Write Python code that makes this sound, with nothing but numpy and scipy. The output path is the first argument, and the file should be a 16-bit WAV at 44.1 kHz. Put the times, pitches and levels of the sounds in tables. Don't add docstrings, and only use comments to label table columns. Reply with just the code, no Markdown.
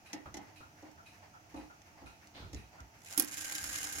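import sys
import numpy as np
from scipy import signal
from scipy.fft import rfft, irfft, next_fast_len
from scipy.io import wavfile

SR = 44100
rng = np.random.default_rng(int(sys.argv[2]) if len(sys.argv) > 2 else 0)


def unload_wav(signal):
    wavfile.write(
        sys.argv[1],
        SR,
        np.round(np.clip(np.atleast_2d(signal).T, -1, 1) * 32767).astype(np.int16),
    )


N = 176400

# t/s, speed/(turns per s)
FLY_SPEED = [(2.97, 9), (3.08, 14.5), (3.16, 19.5), (3.2, 20), (3.27, 17.5), (3.35, 22.5), (3.44, 27.5),
             (3.56, 33), (3.64, 35), (4, 35)]
# t/s, level/dB
MESH_FORCE = [(2.96, -88), (3.0, -54), (3.055, -52), (3.08, -45.5), (3.15, -42), (3.29, -43.5), (3.34, -39),
              (3.45, -39), (3.56, -40), (3.8, -40), (4, -39.5)]
# f/Hz, level/dB
MESH_EQ = [(150, -33), (500, -19.5), (1200, -12), (2200, -2.5), (3500, -6), (4100, -5.5), (5300, -4.5),
           (7300, 3), (8200, -9), (9300, -3), (11000, -4), (13800, -10.5), (15600, -15)]
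# t/s, level/dB
TOOTH_CATCHES = [(3.371, -35), (3.41, -32), (3.522, -30.5), (3.551, -27), (3.582, -29.5), (3.759, -28.5),
                 (3.831, -31), (3.925, -32.5)]
# f/Hz, t60/s, level/dB
BRASS_MODES = [(309.8, 0.22, -5.5), (805.4, 0.16, -4), (1581, 0.23, 2.5), (1625, 0.2, 3), (1684, .09, 2),
               (1890, 0.28, 0.5), (2094, 0.04, 0), (2830, 0.1, -7), (3015, 0.028, -2.5),
               (5215, 0.047, -1.5), (5400, 0.046, -1), (6586, 0.079, 4.5), (6647, 0.033, 4.5),
               (7060, 0.027, 1.5), (9200, 0.029, 1), (10820, .11, 0)]
# f/Hz, L-R likeness
BRASS_LIKENESS = [(380, 1), (750, -0.77), (1600, 0.043), (2400, -0.59), (5000, 0.22)]

# t/s, level/dB, t60/s
LEVER_HITS = [(3.176, -19.5, 0.047), (3.1973, -7, 0.0045), (3.222, -25.5, 0.018), (3.2463, -28, 0.0083)]
# f/Hz, level/dB
LEVER_EQ = [(200, -11), (1000, -7.5), (2700, -10), (4200, -11), (5500, 2), (7300, -2.5), (8200, -5),
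            (10000, 4), (11100, 7), (12600, 1.5), (13900, -7), (15200, -3)]
# t/s, level/dB
FRAME_HITS = [(3.1775, -11.5), (3.1975, -10)]
# f/Hz, t60/s, level/dB
FRAME_MODES = [(239.2, 0.25, 5.5), (315, 0.16, -1), (368, 0.18, -3.5), (502, .12, -10.5), (783, .15, -5),
               (1607, 0.083, -3), (1904, 0.14, -5), (2444, 0.15, -11), (3290, .03, -5)]
# f/Hz, level/dB
KNOCK_EQ = [(40, -49), (170, -18), (270, 3), (15000, 2.5)]
# t/s, level/dB
PLATE_SWING = [(3.173, -120), (3.178, -43), (3.185, -42.5), (3.192, -32), (3.197, -38.5), (3.205, -64),
               (3.22, -120)]

# t/s, thud/dB, click/dB, boom/dB, rise/s
CASE_BUMPS = [(0.13, -44.5, -33.5, -23.5, 0.0012), (0.341, -46.5, -36.5, -29, 0.002),
              (0.368, -45, -34.5, -25, 0.0047), (0.821, -49.5, -48, -20, 0.00903),
              (1.542, -44, -54.5, -26, 0.0014), (1.571, -49.5, -59, -18, 0.00214),
              (2.016, -53.5, -63, -27, 0.0012), (2.53, -57.5, -43, -25.5, 0.0018)]
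# f/Hz, level/dB
THUD_EQ = [(60, -17.5), (180, -5), (300, 4), (430, -6.5), (600, -8), (820, 1.5), (1100, -10), (1900, -20),
           (9000, -58)]
# f/Hz, level/dB
CLICK_EQ = [(200, -4.5), (1000, -25), (1700, -1.5), (1950, 9), (2300, -1), (3300, -2.5), (5000, -1.5),
            (5650, 5.5), (7200, 1), (8500, -10.5), (12000, -11), (15500, -22)]
# f/Hz, t60/s, level/dB
CASE_MODES = [(239, 0.13, -0.5), (309.4, 0.19, 4), (366.4, 0.17, -2), (536.6, 0.15, -2.5), (767, 0.15, -5),
              (1940, 0.066, -17.5)]
# t/s, level/dB
LOOSE_TICKS = [(0.914, -53.5), (1.818, -51), (2.272, -47.5), (2.546, -39), (2.804, -46.5), (3.018, -54),
               (3.065, -45)]

# t/s, level/dB, rise/s, t60/s
FINGER_TAPS = [(.256, -44.5, 0.0023, 0.18), (.604, -50.5, .001, 0.12)]
# f/Hz, level/dB
TAP_EQ = [(200, -5), (750, -8.5), (1000, -7), (1280, -0.5), (1600, -12.5), (9000, -40)]
# f/Hz, level/dB
SLIDE_EQ = [(300, 4.5), (1500, 0.5), (2800, -1.5), (4100, 1.5), (5500, -9.5), (8000, -20), (15000, -26)]
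# t/s, level/dB, rise/s, t60/s
GRIP_THUMPS = [(.25, -43.5, 0.034, 0.37), (1.52, -47.5, 0.027, 0.36), (2.02, -49.5, 0.016, 0.3),
               (2.39, -39, 0.044, 0.47), (2.53, -39.5, 0.0017, 0.31), (2.79, -48.5, 0.017, 0.29),
               (3.6, -49, 0.059, 0.87), (3.94, -42.5, 0.018, 0.27)]
# f/Hz, level/dB
THUMP_EQ = [(20, -17), (40, -15.5), (60, 6), (105, -1), (200, -11.5), (400, -14), (1500, -50.5)]

# first beat/s, period/s
CLOCK_BEATS = [(.058, .5), (.254, .3605), (.09, .376), (.045, .361)]
# level/dB, rise/s, t60/s, L-R likeness
CLOCK_SHAPES = [(-56, .003, 0.48, -0.046), (-45, 0.02, 0.18, -0.58), (-51.5, .016, 0.29, 0.16),
                (-54.5, 0.018, 0.28, -0.024)]
# f/Hz, level/dB
CLOCK_EQS = [
    [(300, -23), (2300, -2.5), (2490, 9), (2750, 1), (3550, -14), (3870, 0.5), (4300, -7.5), (7500, -15),
     (11000, -13.5), (15000, -31)],
    [(200, -20), (960, -4), (1130, -9), (1380, 5.5), (1600, -10.5), (3500, -28), (12000, -50)],
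    [(200, -16.5), (850, 7), (1300, -6.5), (2000, -1), (3800, -21.5), (4400, -10), (14000, -39)],
    [(200, -20.5), (750, 0), (2200, 5), (3400, -11), (6200, -6), (8300, -19), (12000, -12.5), (15000, -29)],
]

# f/Hz, t60/s
ROOM_DECAY = [(200, 0.39), (2000, 0.39), (6000, 0.095), (14000, 0.07)]
# f/Hz, level/dB
ROOM_TONE_EQ = [(15, -65), (25, -30), (75, -0.5), (305, -10.5), (537, -15), (722, -3.5), (782, -10),
                (895, -5), (1020, -16.5), (1380, -12), (1710, -16), (2560, -15.5), (3530, -23.5),
                (3830, -25), (6210, -17.5), (8350, -32), (15500, -29)]
# f/Hz, level/dB
ROOM_HUMS = [(97, -69.5), (310, -74)]
# f/Hz, L-R likeness
LIKENESS = [(60, 0.82), (290, 0.95), (640, 0.67), (1410, -0.54), (3100, -0.012), (6800, 0.073),
            (15000, -0.15)]
# f/Hz, L-R/dB
WORKS_PAN = [(100, -1), (350, -7), (1300, 1.5), (4400, -2), (6500, -5.5), (7800, 1), (9500, -12.5),
             (12500, -10), (15500, -5)]
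# f/Hz, L-R/dB
AMBIENT_PAN = [(60, -3.5), (200, 1), (400, -6.5), (1300, 0), (8000, -3)]

LEAVES, HEAVY_AT_S = 6, 3.553
SWELL_DB, LEAF_SCATTER_DB, LEAF_JITTER_S = 5, 3, .0005
LEAF_T60, CHATTER_S, CHATTER_DB = 0.016, 0.00295, 1.5
WHIRR_DB, WHEEL_T60, WHEEL_DB = -4.5, 0.045, -7.5
RING_DB, RING_GROWTH = -3, 0.88
CATCH_T60, CATCH_RING_DB = 0.019, 7.5
LEVER_RING_DB, LEVER_RING_T60, SWING_HZ = -11.5, 0.036, 298
THUD_T60, CLICK_T60, CASE_DB = 0.18, 0.037, -3
SLIDE_S, SLIDE_DB, SLIDE_T60 = 2.338, -43.5, 0.47
WORKS_SEND_DB, CASE_SEND_DB, ROOM_TONE_DB = -8, -6, -61
TOP_HZ = 15900


def gear_train():
    time = np.arange(N) / SR
    speed = curve(FLY_SPEED)
    turns = np.cumsum(speed) / SR
    turns -= np.interp(HEAVY_AT_S, time, turns)
    first_leaf = np.ceil(np.interp(MESH_FORCE[0][0], time, turns) * LEAVES)
    leaf_turns = np.arange(first_leaf, turns[-1] * LEAVES) / LEAVES
    jitter, scatter, lag, bounce = rng.standard_normal((len(leaf_turns), 4)).T
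    when = np.interp(leaf_turns, turns, time) + LEAF_JITTER_S * jitter
    force = np.interp(when, *np.transpose(MESH_FORCE)) + LEAF_SCATTER_DB * scatter
    clicks = list(zip(when, force + SWELL_DB * np.cos(2 * np.pi * leaf_turns)))
    chatter = list(zip(when + CHATTER_S * np.exp(0.444 * lag), force + CHATTER_DB + 2 * bounce))
    mesh = bursts([(s, db, .0002, LEAF_T60) for s, db in clicks + chatter])
    catches = bursts([(s, db, .0002, CATCH_T60) for s, db in TOOTH_CATCHES])
    t = np.arange(SR // 16) / SR
    wheel = amp(WHEEL_DB - 60 * t / WHEEL_T60) * rng.standard_normal((2, len(t)))
    buzz = signal.fftconvolve(impulses(clicks)[None], wheel, axes=1)[:, :N]
    shake = amp(RING_DB) * mesh * (speed / FLY_SPEED[-1][1]) ** RING_GROWTH * noise()
    blows = amp(CATCH_RING_DB) * impulses(TOOTH_CATCHES) * np.sign(noise())
    brass = placed(ring(shake + blows, BRASS_MODES), WORKS_PAN, likeness=BRASS_LIKENESS)
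    whirr = amp(WHIRR_DB) * (mesh + catches) * noise()
    return placed(whirr + buzz, WORKS_PAN, MESH_EQ) + brass


def lever():
    cracks = [(s, db, .0003, t60) for s, db, t60 in LEVER_HITS]
    tails = [(s, db + LEVER_RING_DB, .001, LEVER_RING_T60) for s, db, _ in LEVER_HITS]
    snap = placed(bursts(cracks + tails) * noise(), WORKS_PAN, LEVER_EQ)
    knock = ring(impulses(FRAME_HITS) * np.array([[1], [-.2]]), FRAME_MODES)
    t = np.arange(N) / SR - LEVER_HITS[0][0]
    swing = amp(curve(PLATE_SWING)) * np.sin(2 * np.pi * SWING_HZ * t) * np.array([[1], [0]])
    return snap + placed(knock, WORKS_PAN, KNOCK_EQ) + placed(swing, WORKS_PAN)


def case():
    when, thud_db, click_db, boom_db, rises = np.transpose(CASE_BUMPS)
    thuds = bursts([(s, db, rise, THUD_T60) for s, db, rise in zip(when, thud_db, rises)])
    clicks = [(s, db, rise, CLICK_T60) for s, db, rise in zip(when, click_db, rises)]
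    ticks = [(s, db, .0003, .014) for s, db in LOOSE_TICKS]
    blows = impulses(list(zip(when + rises, boom_db))) * np.array([[1], [.2]])
    boom = ring(blows + .5 * thuds * noise(), CASE_MODES)
    return (amp(CASE_DB) * placed(boom, AMBIENT_PAN, KNOCK_EQ)
            + placed(thuds * noise(), AMBIENT_PAN, THUD_EQ)
            + placed(bursts(clicks + ticks) * noise(), AMBIENT_PAN, CLICK_EQ))


def hand():
    taps = placed(bursts(FINGER_TAPS) * noise(), AMBIENT_PAN, TAP_EQ)
    slide = placed(bursts([(SLIDE_S, SLIDE_DB, .035, SLIDE_T60)]) * noise(), AMBIENT_PAN, SLIDE_EQ)
    thumps = placed(bursts(GRIP_THUMPS) * noise(), AMBIENT_PAN, THUMP_EQ)
    return taps + slide + thumps


def far_clocks():
    total = 0
    for (first, period), (db, rise, t60, likeness), eq in zip(CLOCK_BEATS, CLOCK_SHAPES, CLOCK_EQS):
        beats = [(s, db, rise, t60) for s in np.arange(first, N / SR, period)]
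        total += placed(bursts(beats) * noise(), AMBIENT_PAN, eq, [(20, likeness)])
    return total


def reverb(send):
    hz, t, spectrum = signal.stft(rng.standard_normal((2, SR // 2)), SR, nperseg=256)
    decay = amp(-60 * t / along(ROOM_DECAY, hz)[:, None])
    tail = signal.istft(spectrum * decay, SR, nperseg=256)[1]
    return signal.fftconvolve(send, tail / np.linalg.norm(tail[0]), axes=1)[:, :N]


def room_tone():
    hum = sum(amp(db) * ring(noise(), [(hz, .4, 0)]) for hz, db in ROOM_HUMS)
    bed = amp(ROOM_TONE_DB) * placed(noise(), AMBIENT_PAN, ROOM_TONE_EQ)
    return bed + placed(hum, AMBIENT_PAN)


def amp(db):
    return 10 ** (np.asarray(db) / 20)


def along(points, hz):
    f, value = np.transpose(points)
    return np.interp(np.log(hz + 1), np.log(f + 1), value)


def curve(rows):
    return np.interp(np.arange(N) / SR, *np.transpose(rows))


def impulses(rows):
    s, db = np.transpose(rows)
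    return np.bincount((s * SR).astype(int), amp(db), minlength=N)[:N]


def bursts(rows):
    power = np.zeros(N + 2 * SR)
    for s, db, rise, t60 in rows:
        t = np.arange(int(min(t60 + .01, 1) * SR)) / SR
        attack = 1 - np.exp(-t / rise)
        power[int(s * SR):][:len(t)] += (attack * amp(db - 60 * t / t60)) ** 2
    return np.sqrt(power[:N])


def noise():
    return rng.standard_normal((2, N))


def ring(drive, modes):
    t = np.arange(SR // 3) / SR
    tone = sum(amp(db - 60 * t / t60) / np.sqrt(t60) * np.sin(2 * np.pi * hz * t)
               for hz, t60, db in modes)
    return signal.fftconvolve(drive, tone[None] / np.linalg.norm(tone), axes=1)[:, :N]


def placed(mid_side, pan, eq=((20, 0), (20000, 0)), likeness=LIKENESS):
    size = 2 * next_fast_len(N // 2 + 8192)
    hz = np.fft.rfftfreq(size, 1 / SR)
    gain = amp(along(eq, hz))
    gain /= np.sqrt(np.mean(gain ** 2))
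    cepstrum = irfft(np.log(gain + 1e-6))
    cepstrum[1:size // 2] *= 2
    cepstrum[size // 2 + 1:] = 0
    width = np.arccos(np.clip(along(likeness, hz), -1, 1)) / 2
    mid, side = rfft(mid_side, size) * np.exp(rfft(cepstrum)) * [np.cos(width), np.sin(width)]
    lean = amp(along(pan, hz))
    stereo = np.array([(mid + side) * lean, mid - side]) * np.sqrt(2 / (1 + lean ** 2))
    return irfft(stereo, size)[:, :N]


def scene():
    works, bumps = gear_train() + lever(), case()
    send = amp(WORKS_SEND_DB) * works + amp(CASE_SEND_DB) * bumps
    return works + bumps + reverb(send) + hand() + far_clocks() + room_tone()


def record(dry):
    size = next_fast_len(N + 8192)
    passband = np.fft.rfftfreq(size, 1 / SR) < TOP_HZ
    return irfft(rfft(dry, size) * passband, size)[:, :N]


dry = scene()
out = record(dry)
unload_wav(out)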